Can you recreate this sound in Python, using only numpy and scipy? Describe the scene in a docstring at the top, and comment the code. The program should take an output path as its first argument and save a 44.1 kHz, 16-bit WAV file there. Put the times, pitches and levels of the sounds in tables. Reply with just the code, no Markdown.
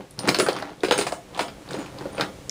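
"""In a small room, a small ball knocks down the pins of a model bowling lane built of plastic bricks.
Pins clack together and tumble on the wooden deck, and the ball rumbles into the pit.
Then a rake drops, sweeps the deck and latches back, shaking the loose bricks of the frame.
Each hit is a fading tone, a burst of noise or both; rolling and sliding are streams of tiny taps.
The hollow frame rings along, the room adds a short echo, and a soft hiss lies underneath."""
import sys
import numpy as np
from scipy import signal
from scipy.fft import rfft, irfft, next_fast_len
from scipy.io import wavfile
from scipy.ndimage import uniform_filter1d

SR = 44100
rng = np.random.default_rng(int(sys.argv[2]) if len(sys.argv) > 2 else 0)


def generate_wav(sig):
    """Save sig (samples, or channels by samples) to the path in sys.argv[1] as 16-bit PCM at SR."""
    pcm = np.round(np.clip(np.atleast_2d(sig).T, -1, 1) * 32767).astype(np.int16)
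    wavfile.write(sys.argv[1], SR, pcm)


N = 110250
AGE = np.arange(8192) / SR  # seconds since a hit began


def from_db(db):
    """Turn decibels into a number to multiply a sound by."""
    return 10 ** (np.asarray(db) / 20)


def unit_level(x):
    """Scale a long sound to an average (rms) level of 1."""
    return x / np.sqrt(np.mean(x ** 2) + 1e-20)


def unit_hit(x):
    """Give a hit the energy of 10 ms of sound at level 1."""
    return x / np.sqrt(np.sum(x ** 2) / (.01 * SR) + 1e-20)


def fade(t60, age=AGE):
    """A fade that falls by 60 dB every t60 seconds."""
    return from_db(-60 * age / t60)


def colour(x, tone):
    """Turn frequencies up or down along a curve of (frequency [Hz], gain [dB]) points."""
    size = 2 * next_fast_len(len(x))
    hz, db = np.transpose(tone)
    grid = np.maximum(np.arange(size // 2 + 1) * SR / size, 1)
    gain = from_db(np.interp(np.log(grid), np.log(hz), db))
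    cepstrum = irfft(np.log(gain))
    # keep the filter from sounding before the hit (minimum phase)
    cepstrum[1:size // 2] *= 2
    cepstrum[size // 2 + 1:] = 0
    return irfft(rfft(x, size) * np.exp(rfft(cepstrum)), size)[:len(x)]


def add(out, start_s, sound):
    """Mix a sound in at its start time."""
    i = max(int(start_s * SR), 0)
    out[i:i + len(sound)] += sound[:max(N - i, 0)]


def ring(hz, t60, swell_s=.0001):
    """One pure tone of a struck object: it swells quickly, then fades."""
    return np.sin(2 * np.pi * hz * AGE) * fade(t60) * (1 - np.exp(-AGE / swell_s))


def burst(tone, t60, crack_db=-3):
    """The crack of first contact, then a fading shower of tiny taps."""
    taps = np.sign(rng.standard_normal(len(AGE)))
    loudness = fade(t60) + from_db(crack_db) * fade(t60=.026)
    return unit_hit(colour(taps * loudness, tone))


# tone of the background hiss: (frequency [Hz], gain [dB])
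HISS_TONE = [(25, -9), (60, 4.5), (100, 0), (130, 7), (175, -4), (1960, -14.5), (9020, -22.5),
             (15000, -29.5)]


def hiss(start_db=-51, rise_db=5.5, rise_s=(.73, 1.94)):
    """A soft background hiss that grows once the mechanism runs."""
    rise = np.interp(np.arange(N) / SR, rise_s, (0, rise_db))
    return from_db(start_db + rise) * unit_level(colour(rng.standard_normal(N), HISS_TONE))


# ball and pins rolling, rake sliding: (time [s], rumble level [dB], scrape level [dB])
ROLLING_LEVELS = [(0, -32.5, -42), (.08, -54, -68), (.16, -53, -59), (.2, -37.5, -40),
                  (0.282, -22.5, -25.5), (.38, -38.5, -75), (.52, -38.5, -33), (0.704, -39.5, -39.5),
                  (.76, -49, -57), (.95, -30.5, -37), (1.07, -34.5, -39), (1.21, -52.5, -73),
                  (1.37, -39.5, -36.5), (1.44, -40, -61), (1.648, -47, -49.5), (1.756, -29.5, -33),
                  (1.92, -44, -48.5), (1.99, -37.5, -43), (2.13, -41, -44), (2.24, -32, -33.5),
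                  (2.33, -46, -67)]
# tones of the lane's rumble and the plastic's scrape: (frequency [Hz], gain [dB])
RUMBLE_TONE = [(60, -27), (105, -12.5), (150, 4.5), (220, 1), (550, 1), (900, -11.5), (2000, -40.5)]
SCRAPE_TONE = [(350, -36.5), (800, 16), (1500, 4.5), (4300, -4), (6500, -12.5), (15000, -60)]


def rolling(taps_per_s=1200, spread_db=4.5):
    """Rolling and sliding: many tiny taps make the lane rumble and the plastic scrape."""
    times, rumble_db, scrape_db = np.transpose(ROLLING_LEVELS)
    out = np.zeros(N)
    for level_db, tone in ((rumble_db, RUMBLE_TONE), (scrape_db, SCRAPE_TONE)):
        sizes = from_db(spread_db * np.minimum(rng.exponential(1, N), 4)) * rng.choice([-1, 1], N)
        taps = sizes * (rng.random(N) < taps_per_s / SR)
        loudness = from_db(np.interp(np.arange(N) / SR, times, level_db))
        out += loudness * unit_level(colour(taps, tone))
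    return out


# hard plastic hitting hard plastic: (time [s], pitch [Hz], level [dB])
CLACK_HITS = [(0.1092, 9700, -47), (0.1909, 4900, -30), (0.2898, 4540, -21.5), (.290, 2400, -19.5),
              (.302, 4130, -34), (0.3463, 4540, -25), (.366, 4440, -34), (.387, 5400, -31.5),
              (.399, 4750, -25), (0.464, 1500, -27.5), (0.4858, 4190, -33), (0.53, 4900, -39),
              (.565, 5580, -43.5), (.587, 2050, -39.5), (.601, 1690, -39.5), (0.624, 4300, -40),
              (.654, 1650, -47), (.806, 3850, -47), (.834, 2850, -42), (0.9106, 3290, -20.5),
              (1.122, 4640, -39), (1.347, 3500, -42), (1.364, 3270, -45), (1.689, 4170, -44),
              (1.733, 4200, -39), (1.862, 2600, -44), (1.9863, 4500, -43), (2.2098, 4260, -25.5),
              (2.495, 5960, -28)]
# the tones that ring in one clack: (multiple of the pitch, level [dB])
CLACK_RINGS = [(0.892, 0), (0.997, 0), (1.154, -3)]
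# tone of the snap as the parts touch: (frequency [Hz], gain [dB])
SNAP_TONE = [(300, -9), (4500, 0), (8500, -6.5), (11500, -9), (15000, -12.5)]


def clacks(snap_db=-7.5):
    """Pins, ball and bricks meet with a dry snap and a very short ring."""
    out = np.zeros(N)
    for start_s, hz, db in CLACK_HITS:
        ringing = sum(from_db(ring_db) * rng.choice([-1, 1]) * ring(hz * ratio, t60=.0085)
                      for ratio, ring_db in CLACK_RINGS)
        noise = np.sign(rng.standard_normal(len(AGE)))
        snap = colour(noise * fade(t60=.04), SNAP_TONE)
        add(out, start_s, from_db(db) * (unit_hit(ringing) + from_db(snap_db) * unit_hit(snap)))
    return out


# blows on the deck and frame:
# (time [s], thud pitch [Hz], thud [dB], wood knock [dB], brick rattle [dB], bright chatter [dB])
DECK_BLOWS = [(.182, 164, -35, -51, -62, -62), (.275, 281, -22.5, -29, -28.5, -30.5),
              (.285, 231, -21.5, -20, -21.5, -32.5), (.345, 470, -46, -27.5, -22.5, -41),
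              (.387, 403, -18.5, -30, -28, -25.5), (0.3983, 403, -17, -20, -21, -30),
              (.421, 350, -23.5, -53, -51, -59), (0.4652, 276, -33, -23, -35, -51),
              (.486, 446, -16, -22, -24, -40), (.564, 820, -33, -34, -33.5, -54),
              (.624, 815, -28.5, -31, -61, -71), (.834, 382, -18, -22, -28.5, -37),
              (.846, 438, -21, -43, -27, -40), (.884, 462, -25.5, -53, -31, -45),
              (0.9104, 483, -17.5, -15.5, -24, -40), (.921, 518, -28, -26, -20, -31.5),
              (.978, 398, -31.5, -29, -28.5, -29), (.988, 415, -20.5, -29, -23.5, -28),
              (1.012, 338, -28, -33, -24, -42), (1.067, 543, -32.5, -25.5, -29.5, -33.5),
              (1.122, 717, -25, -32.5, -36.5, -37.5), (1.376, 723, -29.5, -45, -37.5, -42.5),
              (1.392, 695, -27, -21, -24, -36.5), (1.407, 428, -27.5, -52, -28.5, -36.5),
              (1.481, 231, -40.5, -39, -39, -68), (1.708, 372, -47, -40, -38, -43),
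              (1.741, 433, -28.5, -38.5, -44, -47.5), (1.788, 304, -29.5, -46, -49, -46),
              (2.009, 299, -34, -39, -58, -55), (2.055, 559, -27, -39.5, -50, -65),
              (2.1807, 568, -28, -32, -32.5, -51), (2.196, 445, -26, -26, -37, -46),
              (2.210, 212, -33, -23.5, -27.5, -43.5)]
# how the deck shakes around a thud's pitch: (multiple of the pitch, gain [dB])
DECK_TONE = [(.15, -49), (.7, -2), (1, -3.5), (1.5, -3.5), (2.6, -45.5)]
# tones of the wood knock, brick rattle and bright chatter: (frequency [Hz], gain [dB])
KNOCK_TONE = [(350, -24.5), (650, 8.5), (820, 4.5), (1600, 1.5), (2400, -11.5), (5000, -44.5)]
RATTLE_TONE = [(100, -9), (700, 1.5), (1900, 2.5), (2500, 5), (3400, 0), (5000, -1), (7000, -24.5)]
CHATTER_TONE = [(3500, -16), (6200, -2), (9200, 1), (10500, -6.5), (12000, -24), (15000, -11)]


def blows(shake_db=-1):
    """Each blow makes the wooden deck thud and knock, and the loose bricks rattle."""
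    out = np.zeros(N)
    for start_s, hz, thud_db, knock_db, rattle_db, chatter_db in DECK_BLOWS:
        note = unit_hit(ring(hz, t60=.044, swell_s=.0024))
        shake = burst([(hz * ratio, db) for ratio, db in DECK_TONE], t60=.057)
        thud = from_db(thud_db) * unit_hit(note + from_db(shake_db) * shake)
        knock = from_db(knock_db) * burst(KNOCK_TONE, t60=.077)
        rattle = from_db(rattle_db) * burst(RATTLE_TONE, t60=.081)
        chatter = from_db(chatter_db) * burst(CHATTER_TONE, t60=.15)
        add(out, start_s, thud + knock + rattle + chatter)
    return out


# small hard parts, probably metal, left ringing: (time [s], pitch [Hz], level [dB])
TINK_HITS = [(.191, 9100, -33.5), (.399, 10060, -27), (0.442, 9050, -34.5), (.528, 9040, -45.5),
             (.586, 9370, -52), (.921, 6520, -32.5), (0.979, 8860, -27), (1.757, 6800, -52),
             (1.802, 6900, -47), (2.123, 9180, -51), (2.151, 9000, -47.5)]


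def tinks(pitch_spread=.036, tone_count=24):
    """Small parts ring with high tones so close together that they shimmer as they fade."""
    out = np.zeros(N)
    for start_s, hz, db in TINK_HITS:
        ringing = sum(rng.normal() * ring(hz * (1 + pitch_spread * rng.triangular(-1, 0, 1)), t60=.14)
                      for _ in range(tone_count))
        add(out, start_s, from_db(db) * unit_hit(ringing))
    return out


# the notes of the hollow frame and lane: (pitch [Hz], gain [dB])
FRAME_NOTES = [(130, -2.5), (210, -7), (291, 0), (367, -18), (468, -2), (1389, -1.5), (2467, -22)]


def frame(x, t60=.067):
    """The hollow frame rings along with whatever strikes it."""
    out = x.copy()
    kept = fade(t60, 1 / SR)  # share of the ring left after one sample
    feed_in = np.array([1, 0, -1]) * (1 - kept ** 2) / 2
    for hz, db in FRAME_NOTES:
        feedback = [1, -2 * kept * np.cos(2 * np.pi * hz / SR), kept ** 2]
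        out += from_db(db) * signal.lfilter(feed_in, feedback, x)
    return out


def even_noise(loudness, passes=4):
    """Noise that follows a loudness curve, with no frequency standing out."""
    noise = rng.standard_normal(len(loudness)) * loudness
    for _ in range(passes):
        flat = irfft(np.exp(1j * np.angle(rfft(noise))), len(loudness))  # all frequencies equally strong
        local_power = np.abs(uniform_filter1d(flat ** 2, size=128))
        noise = loudness * flat / np.sqrt(local_power + 1e-20)
    return noise


# tone of the room's echo: (frequency [Hz], gain [dB])
ECHO_TONE = [(500, -8), (1500, -6.5), (9000, -2)]


def room(x, low_t60=.241, high_t60=.21, split_hz=4240, swell_s=.0055):
    """The small room adds a short, blurred echo whose high part fades first."""
    age = np.arange(SR // 2) / SR
    build_up = 1 - np.exp(-(age / swell_s) ** 2)
    echo = np.zeros(len(age))
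    for side, t60 in (("low", low_t60), ("high", high_t60)):
        band = signal.butter(2, split_hz, side, fs=SR, output="sos")
        echo += signal.sosfilt(band, even_noise(build_up * fade(t60, age)))
    echo /= np.sqrt(np.sum(echo ** 2))
    return signal.fftconvolve(x, colour(echo, ECHO_TONE))[:N]


def scene(lane_db=-1, rolling_db=-3, pins_echo_db=-5):
    """Mix the lane, the pins, their echo and the hiss into one channel."""
    lane = from_db(lane_db) * frame(blows() + from_db(rolling_db) * rolling())
    pins = clacks() + tinks()
    echo = room(lane + from_db(pins_echo_db) * pins)
    return (lane + pins + echo + hiss())[None]


def record(dry):
    """Round the tallest peaks, turn down a narrow band of the high treble, and cut the very top."""
    peak_limit, dip_hz, dip_width_hz, cutoff_hz = .85, 12600, 1800, 15500
    rounded = dry / (1 + (dry / peak_limit) ** 4) ** .25
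    dipped = signal.lfilter(*signal.iirnotch(dip_hz, dip_hz / dip_width_hz, fs=SR), rounded)
    return signal.sosfilt(signal.ellip(10, .3, 80, cutoff_hz, fs=SR, output="sos"), dipped)


dry = scene()
out = record(dry)
generate_wav(out)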